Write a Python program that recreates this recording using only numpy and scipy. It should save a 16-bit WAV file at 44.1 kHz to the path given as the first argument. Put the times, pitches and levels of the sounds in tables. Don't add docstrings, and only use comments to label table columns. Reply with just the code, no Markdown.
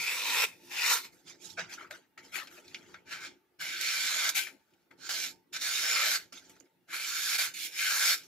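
import sys
import numpy as np
from scipy import signal
from scipy.fft import rfft, irfft, next_fast_len
from scipy.io import wavfile
from scipy.ndimage import uniform_filter1d

SR = 44100
rng = np.random.default_rng(int(sys.argv[2]) if len(sys.argv) > 2 else 0)


def dump(signal):
    limited = np.clip(np.atleast_2d(signal).T, -1, 1)
    pcm = np.round(limited * 32767).astype(np.int16)
    wavfile.write(sys.argv[1], SR, pcm)


N = 364707

# (time_s, ring_level_db, extra_treble_db,
# extra_low_ring_db)
LONG_CUTS = [ ((0.0276, 899, 2.5, -6, -4, -0.5, 0), [(3.614, -44.5, 0.56, 3.5), (3.777, -42, -6.5, -6.5),
             (3.843, -38, -1, -5.5), (4.279, -37.5, 1.43, 3.5), (4.298, -41.5, 6, 11),
             (4.31, -50.5, -2.5, 4), (4.345, -52.5, 2, 3.32)]), ((.004, 481.5, 2.5, -7, -8, -1.5, 6.5),
             [(5.092, -41, 2, 6), (5.144, -45.5, 6.5, 6), (5.25, -41, 2.03, -4), (5.31, -60.5, 8, 3.5)]),
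             ((0.0729, 259.5, 4, -3.5, -3.5, -0.5, 1.4), [(5.585, -58.5, -0.7, 3), (5.608, -52.5, 4.72, -9),
             (5.618, -40.5, 0.96, 0), (5.726, -41.5, 2, -1.37), (5.9, -35.5, -2.5, -1.5),
             (6.038, -34, -3, 0.92), (6.16, -40, 5.5, 6), (6.18, -52.5, 5, 6)]),
             ((0.0518, 710, 4.5, -1.05, -2, -0.68, -5), [(6.922, -50.5, -3, 3), (6.945, -42, -1.12, 4),
             (6.984, -45.5, -1.5, 0), (7.228, -42.5, 2.5, 0.25), (7.357, -38, 0, 1),
             (7.375, -45, 0, -2.66)]), ((0.08, 254.5, 4.5, -0.5, -3.5, 1, -1.5),
             [(7.737, -53.5, -0.5, -2.5), (7.797, -37, -4, -8.5), (7.903, -36, -1, 0), (7.98, -40, 3, 6),
             (8.095, -32, 0.43, -1.03), (8.145, -41, 5, 5), (8.165, -54.5, 7.5, 4.5)]), ]
# (start_s, rise_s, hold_s, ring_level_db at start of hold and at its end,
# fall_db_per_s, then over the ring: rasp_db, sizzle_db, low_ring_db; left_over_right_db)
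SHORT_STROKES = [(3.045, .06, 0.0214, -50.5, -41.5, 154, -2, -16, -2.5, 0.3),
                 (3.196, 0.0122, 0.0567, -58.5, -53, 449.5, 7.5, -10, 6, -1.1),
                 (4.343, 0.0128, 0.02326, -36, -33.5, 226.5, 2, 2, -8.5, 5.53),
                 (4.964, 0.0586, 0.0477, -63, -53.5, 309.5, 8, -4.5, 1.5, -3),
                 (5.523, 0.0114, 0.0348, -46, -42.5, 900, 4.5, -8, -3, -0.2),
                 (7.375, 0.01265, 0.0669, -36, -40, 314, 4.5, 0.5, -2.5, 0),
                 (7.536, 0.0049, 0.1186, -50, -42, 353, 2.5, -1, -16, -1.75)]
# (pitch_hz, level_db per Hz)
SHEET_COLOUR = [(240, -55), (400, -13.5), (635, -7.5), (1090, -19), (1370, -10), (1890, -15), (2210, -9.5),
                (2690, -14), (4410, -8.5), (4910, -8), (6890, -9), (8410, -19), (11800, -10), (15800, -21)]
# (pitch_hz, width_hz, level_db before a shared scale)
SHEET_MODES = [(1385.1, 25.1, 3), (1533.2, 39.2, 4), (1675.5, 40, -2.5), (2123, 76, -2.5), (2345, 72, -0.5),
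               (2944, 86, -12.5), (3692.4, 70, 1), (4045, 203, -4), (4422, 52, 7.5), (5256, 82, -6),
               (5446, 117, -2), (6943, 130, -7.5), (6740, 23, -6), (11600, 230, -41)]


def single_sheet_cuts():
    cuts = LONG_CUTS + [as_cut(*row) for row in SHORT_STROKES]
    return paper(cuts, SHEET_COLOUR, SHEET_MODES, snaps_per_s=7000, spread_db=2.68, clump_db=0.81,
                 patchy_db=2.34, patch_frames=30, boom_db=-17.5)


ROLL_CUTS = [ ((.003, 229, -2.5, -7.5, -11.5, 0.1, 3.38), [(0.0, -44.5, 3.5, 0.5), (0.018, -46.5, 10.5, 9),
             (0.084, -36, -2.5, -3), (0.202, -39.5, 2.5, 1.5), (0.443, -27.5, -2.5, -2.5),
             (0.459, -43, 0, -0.42)]), ((0.5, 395, -1, -6.5, -7, 1.71, 0.44), [(0.6, -71, 5, -11),
             (0.7, -62, 7, 2.5), (0.717, -40, -7, -8), (0.919, -28, 2, -1.5), (0.935, -39, 13.5, 7.5),
             (0.987, -45.5, 8, 4.5), (1.03, -60, 8.5, -4), (1.05, -50, 2.35, 0.77)]), ]
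# (pitch_hz, level_db per Hz)
ROLL_COLOUR = [(240, -45.5), (400, -7.5), (685, -18), (991, -8.5), (1270, -16.5), (1390, -5.5),
               (1500, -15.5), (2490, -8.5), (3240, -16.5), (3900, -7.5), (8410, -13.5), (14600, -7),
               (15800, -34)]
# (pitch_hz, width_hz, level_db before a shared scale)
ROLL_MODES = [(949, 22, -6.5), (1400, 17, -5.5), (1850, 7.6, -6), (2430, 1300, -9.5), (3575, 91, -4),
              (5514, 240, -3.5), (6340, 74, -18), (6990, 130, -7), (7830, 21, -28.5), (11920, 69, -22.5),
              (12100, 79, -17.5)]


def rolled_sheet_cuts():
    return paper(ROLL_CUTS, ROLL_COLOUR, ROLL_MODES, snaps_per_s=9000, spread_db=1.5, clump_db=1.4,
                 patchy_db=2.88, patch_frames=41, boom_db=-6.0)


RUSTLES = [(1.11, 0.0204, 0.102, -77.5, -87, 100, 10.5, 7, 7.5, 0),
           (1.243, 0.0398, 0.0194, -61, -61.5, 262, 11, -9, -0.5, -2.5),
           (1.385, 0.0655, 0.0662, -62.5, -67.5, 300, 14, 0.5, -5.53, -5),
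           (1.564, 0.0343, 0.00498, -39.5, -46, 256, 0.83, -26, 4.5, -2.03),
           (1.685, 0.0123, 0.0414, -59.5, -48, 600, 4, -7.5, -3.5, 1.5),
           (1.765, 0.02038, 0.0438, -58.5, -55.5, 308, -5.5, -15, 6.5, 0.3),
           (1.902, 0.0078, 0.0553, -54, -64.5, 221, 2.5, -6, 6.5, 1),
           (2.175, 0.003764, 0.0292, -50, -61, 300, -6.5, -16, -1.5, 1.5),
           (2.215, 0.027, 0.066, -65.5, -69.5, 100, 4.5, -4, -0.5, 2),
           (2.31, 0.0524, 0.0051, -39.5, -41, 194.4, -0.57, -4, -3.5, 5.5),
           (2.49, 0.0227, 0.0666, -66.5, -64, 200, 3, 0, 2.5, 1.5),
           (2.62, 0.0297, 0.1354, -69.5, -68, 200, 4.42, -5, 0, 1.5),
           (2.8, 0.014, 0.124, -72.5, -66, 200, 1.5, -9.5, 0.5, 3),
           (2.748, 0.0038, 0.0137, -53, -52.5, 340, -13, -32.5, -18, 3.5),
           (2.938, 0.00621, 0.00256, -45.5, -59.5, 280, -12.5, -30, -1, -5),
           (4.56, 0.0373, 0.232, -84, -84.5, 210, 0.5, -7.5, -2, 1.72),
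           (4.904, 0.0081, .003, -65, -68.5, 450, -4.5, -9.5, 9.5, 3.5),
           (6.322, 0.00225, 0.0667, -59, -61.5, 480, 7.5, -6, -1.5, -3),
           (6.41, 0.0083, 0.075, -77.5, -76.5, 100, 11.5, 0.5, 4, -0.13),
           (6.493, 0.0031, 0.056, -67, -87, 100, 6, 6.27, 5.5, 2),
           (6.6, .008, 0.00262, -66.5, -84.5, 160, 2, -6.5, 3.5, -6),
           (6.645, 0.013, 0.0114, -75.5, -80.5, 350, -2.4, -8, -1, 0.44),
           (8.22, 0.0184, 0.017, -66, -72, 200, 10.5, 3, -4.5, 2.74)]


def rustles():
    cuts = [as_cut(*row) for row in RUSTLES]
    return paper(cuts, SHEET_COLOUR, [], snaps_per_s=5400, spread_db=3.3, clump_db=1.06,
                 patchy_db=4.72, patch_frames=8, boom_db=-10.5)


# (start_s, level_db before a shared cut of 8.5 dB, pitch_hz, t60_s of the longer fade,
# left_over_right_db, fade_db an octave of the wide crack above the pitch)
POPS = [(0.917, -29.5, 2858, 0.045, -2, -2), (0.97, -24.5, 2010, 0.064, 1.5, 0.5),
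        (1.6047, -34, 1560, 0.03634, 1, 8.5), (1.9096, -29, 1850, 0.033, 3.0, 11),
        (2.356, -25, 2260, 0.0474, 12.5, 13.5), (2.3985, -34.5, 2290, 0.058, 7, 4.5),
        (2.4718, -37, 2260, 0.076, 2, 4), (2.6796, -43, 3900, 0.079, 3, 3),
        (2.7453, -24.5, 2615, 0.052, -2, 13), (2.944, -39, 1500, 0.093, 6.5, 8.5),
        (3.8112, -24.5, 2240, 0.064, -9.5, -0.5), (4.2908, -16.5, 3570, 0.067, -2, -3),
        (4.4701, -33.5, 1831, 0.122, 3.5, 5), (4.7356, -56, 2600, 0.048, 3.5, 1.5),
        (4.9112, -42.5, 1470, 0.041, 2, 10), (5.0922, -28.5, 1600, 0.032, 5.5, 4.5),
        (6.328, -38, 1340, 0.0443, 5.5, -0.5), (6.4944, -45.5, 7020, 0.075, 2.5, 8.5),
        (6.564, -48.5, 1350, 0.0512, 3, 4), (6.6004, -50, 6838, 0.0406, -16, 11),
        (7.3534, -20, 2320, 0.053, -4, 2)]


def pops():
    out = np.zeros((2, N + 8000))
    t = np.arange(4000) / SR
    for start, level_db, pitch_hz, t60, pan_db, fade_db in POPS:
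        def pop_colour(hz):
            octaves_above = np.maximum(np.log2((hz + 1) / pitch_hz), 0)
            octaves_below = np.maximum(np.log2(pitch_hz / (hz + 1)), 0)
            crack = .5 * amp(-fade_db * octaves_above - 25.0 * octaves_below)
            ring = 1 / (1 + ((hz - pitch_hz) / 450) ** 2)
            return amp(read(SHEET_COLOUR, hz)) * (crack + ring)

        burst = evened(shaped(rng.standard_normal(len(t)), pop_colour))
        ringing = amp(-60 * t / max(t60, .01))
        tick = 0.54 * amp(-60 * t / 0.0073)
        onset = np.minimum(t / 0.00054, 1)
        sides = amp(level_db - 8.5 + np.array([[pan_db / 2], [-pan_db / 2]]))
        out[:, round(start * SR):][:, :len(t)] += sides * burst * (ringing + tick) * onset
    return out[:, :N]


PART_EDGES = [450, 1100, 1900, 3000, 7800, 16500]
BOOM_GROWTH, FIRM_DB = 0.21, -41
RASP_SHARE = 0.86


def paper(cuts, broad, modes, snaps_per_s, spread_db, clump_db, patchy_db, patch_frames, boom_db):
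    times = [row[0] for _, points in cuts for row in points]
    first = max(round((min(times) - .1) * SR), 0)
    last = min(round((max(times) + .4) * SR), N)
    t = np.arange(first, last) / SR
    power = np.zeros((5, 2, last - first))
    for (rise, fall, rasp_db, sizzle_db, low_db, pan_db, deep_db), points in cuts:
        span = slice(*np.searchsorted(t, [points[0][0] - .1, points[-1][0] + .4]))
        ring_db, treble_db, more_low_db = course(t[span], points, rise, fall)
        low_ring_db = low_db + more_low_db
        growth_db = BOOM_GROWTH * np.maximum(ring_db - FIRM_DB, 0)
        over_ring_db = np.array([low_ring_db + boom_db + deep_db + growth_db,
                                 low_ring_db,
                                 0 * low_ring_db,
                                 rasp_db + RASP_SHARE * treble_db,
                                 sizzle_db + treble_db])
        power[..., span] += amp(2 * (ring_db + over_ring_db[:, None]) + np.array([[pan_db], [-pan_db]]))
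    snaps = bending(snaps_at_ports(len(t), snaps_per_s, spread_db, clump_db), patchy_db, patch_frames)
    out = np.zeros((2, N))
    for k, level in enumerate(uniform_filter1d(np.sqrt(power), size=90)):
        def part_colour(hz):
            return colour(hz, broad, modes) * band(hz, PART_EDGES[k], PART_EDGES[k + 1])

        out[:, first:last] += evened(shaped(snaps, part_colour)) * level
    return out


def fibres(count, snaps_per_s, spread_db, clump_db):
    size = amp(spread_db * np.minimum(rng.exponential(1, count), 4)) * rng.choice([-1., 1.], count)
    clumps = evened(uniform_filter1d(uniform_filter1d(rng.standard_normal(count), 150), 150))
    snapping = rng.random(count) < snaps_per_s / SR
    return evened(size * snapping * amp(clump_db * clumps))


def snaps_at_ports(count, snaps_per_s, spread_db, clump_db):
    shared, *apart = (fibres(count, snaps_per_s, spread_db, clump_db) for _ in range(3))

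    def own(hz):
        return np.clip(.2 + .055e-3 * hz, 0, 1)

    common = shaped(shared, lambda hz: np.sqrt(1 - own(hz)))
    return common + shaped(np.array(apart), lambda hz: np.sqrt(own(hz)))


def bending(x, patchy_db, patch_frames):
    _, _, z = signal.stft(x, SR, nperseg=512, noverlap=384)
    patches = uniform_filter1d(rng.standard_normal(z.shape[1:]), 4, 0)
    patches = evened(uniform_filter1d(patches, patch_frames, 1))
    z = z * evened(amp(patchy_db * patches))
    return signal.istft(z, SR, nperseg=512, noverlap=384)[1][:, :x.shape[1]]


def colour(hz, broad, modes):
    peaks = sum(amp(db - read(broad, f)) / (1 + (2 * (hz - f) / width) ** 2) for f, width, db in modes)
    return amp(read(broad, hz)) * (1 + 0.427 * peaks)


def as_cut(start, rise, hold, first_db, last_db, *rest):
    top = start + rise
    return (rise, *rest, 0), [(top, first_db, 0, 0), (top + max(hold, 0), last_db, 0, 0)]


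RISE_DB = 33
TAIL_DB, TAIL_DB_PER_S = -6.5, 268
DULLING_DB_PER_S = 26.5


def course(t, points, rise, fall_db_per_s):
    s, level_db, treble_db, low_db = np.transpose(points)
    before = np.maximum(s[0] - t, 0) / max(rise, 1e-3)
    after = np.maximum(t - s[-1], 0)
    swell_db = RISE_DB * np.log10(np.maximum(1 - before, 1e-4))
    fall_db = np.maximum(-fall_db_per_s * after, TAIL_DB - TAIL_DB_PER_S * after)
    ring_db = np.interp(t, s, level_db) + swell_db + fall_db
    return ring_db, np.interp(t, s, treble_db) - DULLING_DB_PER_S * after, np.interp(t, s, low_db)


def tray(x, wet_db, t60):
    t = np.arange(SR // 5) / SR
    taps = rng.standard_normal((2, len(t))) * amp(-60 * t / t60) * (t > .001)
    tail = signal.fftconvolve(x, taps / np.linalg.norm(taps[0]), axes=1)[:, :N]
    return (x + amp(wet_db) * tail) / np.sqrt(1 + amp(2 * wet_db))


# (pitch_hz, left_over_right_db)
PORT_BALANCE = [(60, 4), (110, -7.5), (200, 0), (380, 1), (700, 4), (1290, 2.5), (2380, 2.0), (4400, -3),
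                (8120, -6.5), (15000, -4)]


def at_ports(near):
    def ports(hz):
        half_db = read(PORT_BALANCE, hz) / 2
        return amp([half_db, -half_db]) * np.exp(-2j * np.pi * hz * np.array([[0], [3.6e-5]]))

    return shaped(near, ports)


# (pitch_hz, level_db per Hz)
HUM_COLOUR = [(18, -63.5), (30, -28), (93, -10), (353, -6), (775, -15), (883, -14), (1030, -27),
              (1660, -20.5), (8420, -36.5), (15800, -27)]
# (pitch_hz, width_hz, level_db above the hum)
HUM_MODES = [(176.16, 8.2, 9), (272.2, 14, 8.5), (350.45, 50, 9), (887, 65, 9)]
# (pitch_hz, likeness from 0 to 1)
HUM_LIKENESS = [(40, .6), (120, .7), (400, .65), (2400, .3), (15000, .1)]
# (time_s, level_db)
HUM_LEVEL = [(0.0, -61.5), (1.2, -64), (1.6, -60), (2.1, -64), (3.2, -62), (3.8, -63.5), (5.0, -62),
             (6.2, -64), (7.0, -65.5), (8.27, -64)]
HISS_DB = -79


def room():
    frames, hz = N // 256 + 5, np.fft.rfftfreq(1024, 1 / SR)
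    a, b, c, d, patches = rng.standard_normal((frames, 513, 5)).T
    patches = evened(uniform_filter1d(uniform_filter1d(patches, 10, 1), 3, 0))
    same = np.clip(read(HUM_LIKENESS, hz), -1, 1)[:, None]
    left = a + 1j * b
    right = same * left + np.sqrt(1 - same ** 2) * (c + 1j * d)
    z = np.array([left, right]) * amp(3.4 * patches)
    noise = signal.istft(z, nperseg=1024, noverlap=768)[1][:, :N]

    def room_colour(f):
        humps_db = sum(db / (1 + (2 * (f - f0) / width) ** 2) for f0, width, db in HUM_MODES)
        return amp(humps_db) * amp(read(HUM_COLOUR, f))

    hum = evened(shaped(noise, lambda f: room_colour(f) * band(f, 12, PART_EDGES[1])))
    hiss = evened(shaped(noise, lambda f: room_colour(f) * band(f, PART_EDGES[1], PART_EDGES[-1])))
    s, level_db = np.transpose(HUM_LEVEL)
    return hum * amp(np.interp(np.arange(N) / SR, s, level_db)) + hiss * amp(HISS_DB)


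def amp(db):
    return 10 ** (np.asarray(db) / 20)


def evened(x):
    return x / np.sqrt(np.mean(x ** 2) + 1e-20)


def read(points, hz):
    f, value = np.transpose(points)
    return np.interp(np.log(hz + 1), np.log(f + 1), value)


def shaped(x, gain):
    size = next_fast_len(x.shape[-1] + 4096)
    return irfft(rfft(x, size) * gain(np.fft.rfftfreq(size, 1 / SR)), size)[..., :x.shape[-1]]


def band(hz, lo_hz, hi_hz):
    return np.sqrt(1 / (1 + (hz / hi_hz) ** 16) / (1 + (lo_hz / (hz + 1)) ** 16))


def scene():
    knife_and_hands = single_sheet_cuts() + rolled_sheet_cuts() + rustles() + pops()
    near = tray(knife_and_hands, wet_db=-9, t60=.08)
    return at_ports(near) + room()


QUIET_DB, OPEN_DB, CUT_DB, CLOSE_DB_PER_S = -76, 13.5, 11.5, 197
TOP_HZ = 15650


def record(dry):
    low = shaped(dry, lambda hz: band(hz, 1, PART_EDGES[1]) ** 2)
    heard_power = abs(uniform_filter1d(((dry - low) ** 2).mean(0), size=800))
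    heard_db = 10 * np.log10(heard_power + 1e-12)
    fall = np.arange(N) * CLOSE_DB_PER_S / SR
    held_db = np.maximum.accumulate(np.minimum(heard_db, QUIET_DB + OPEN_DB) + fall) - fall
    shut = uniform_filter1d(np.clip(1 - (held_db - QUIET_DB) / OPEN_DB, 0, 1), size=600)
    kept = dry + low * (amp(-CUT_DB * shut) - 1)
    top_limit = signal.firwin(511, TOP_HZ, window=("kaiser", 9), fs=SR)
    return signal.oaconvolve(kept, top_limit[None], "same")


dry = scene()
out = record(dry)
dump(out)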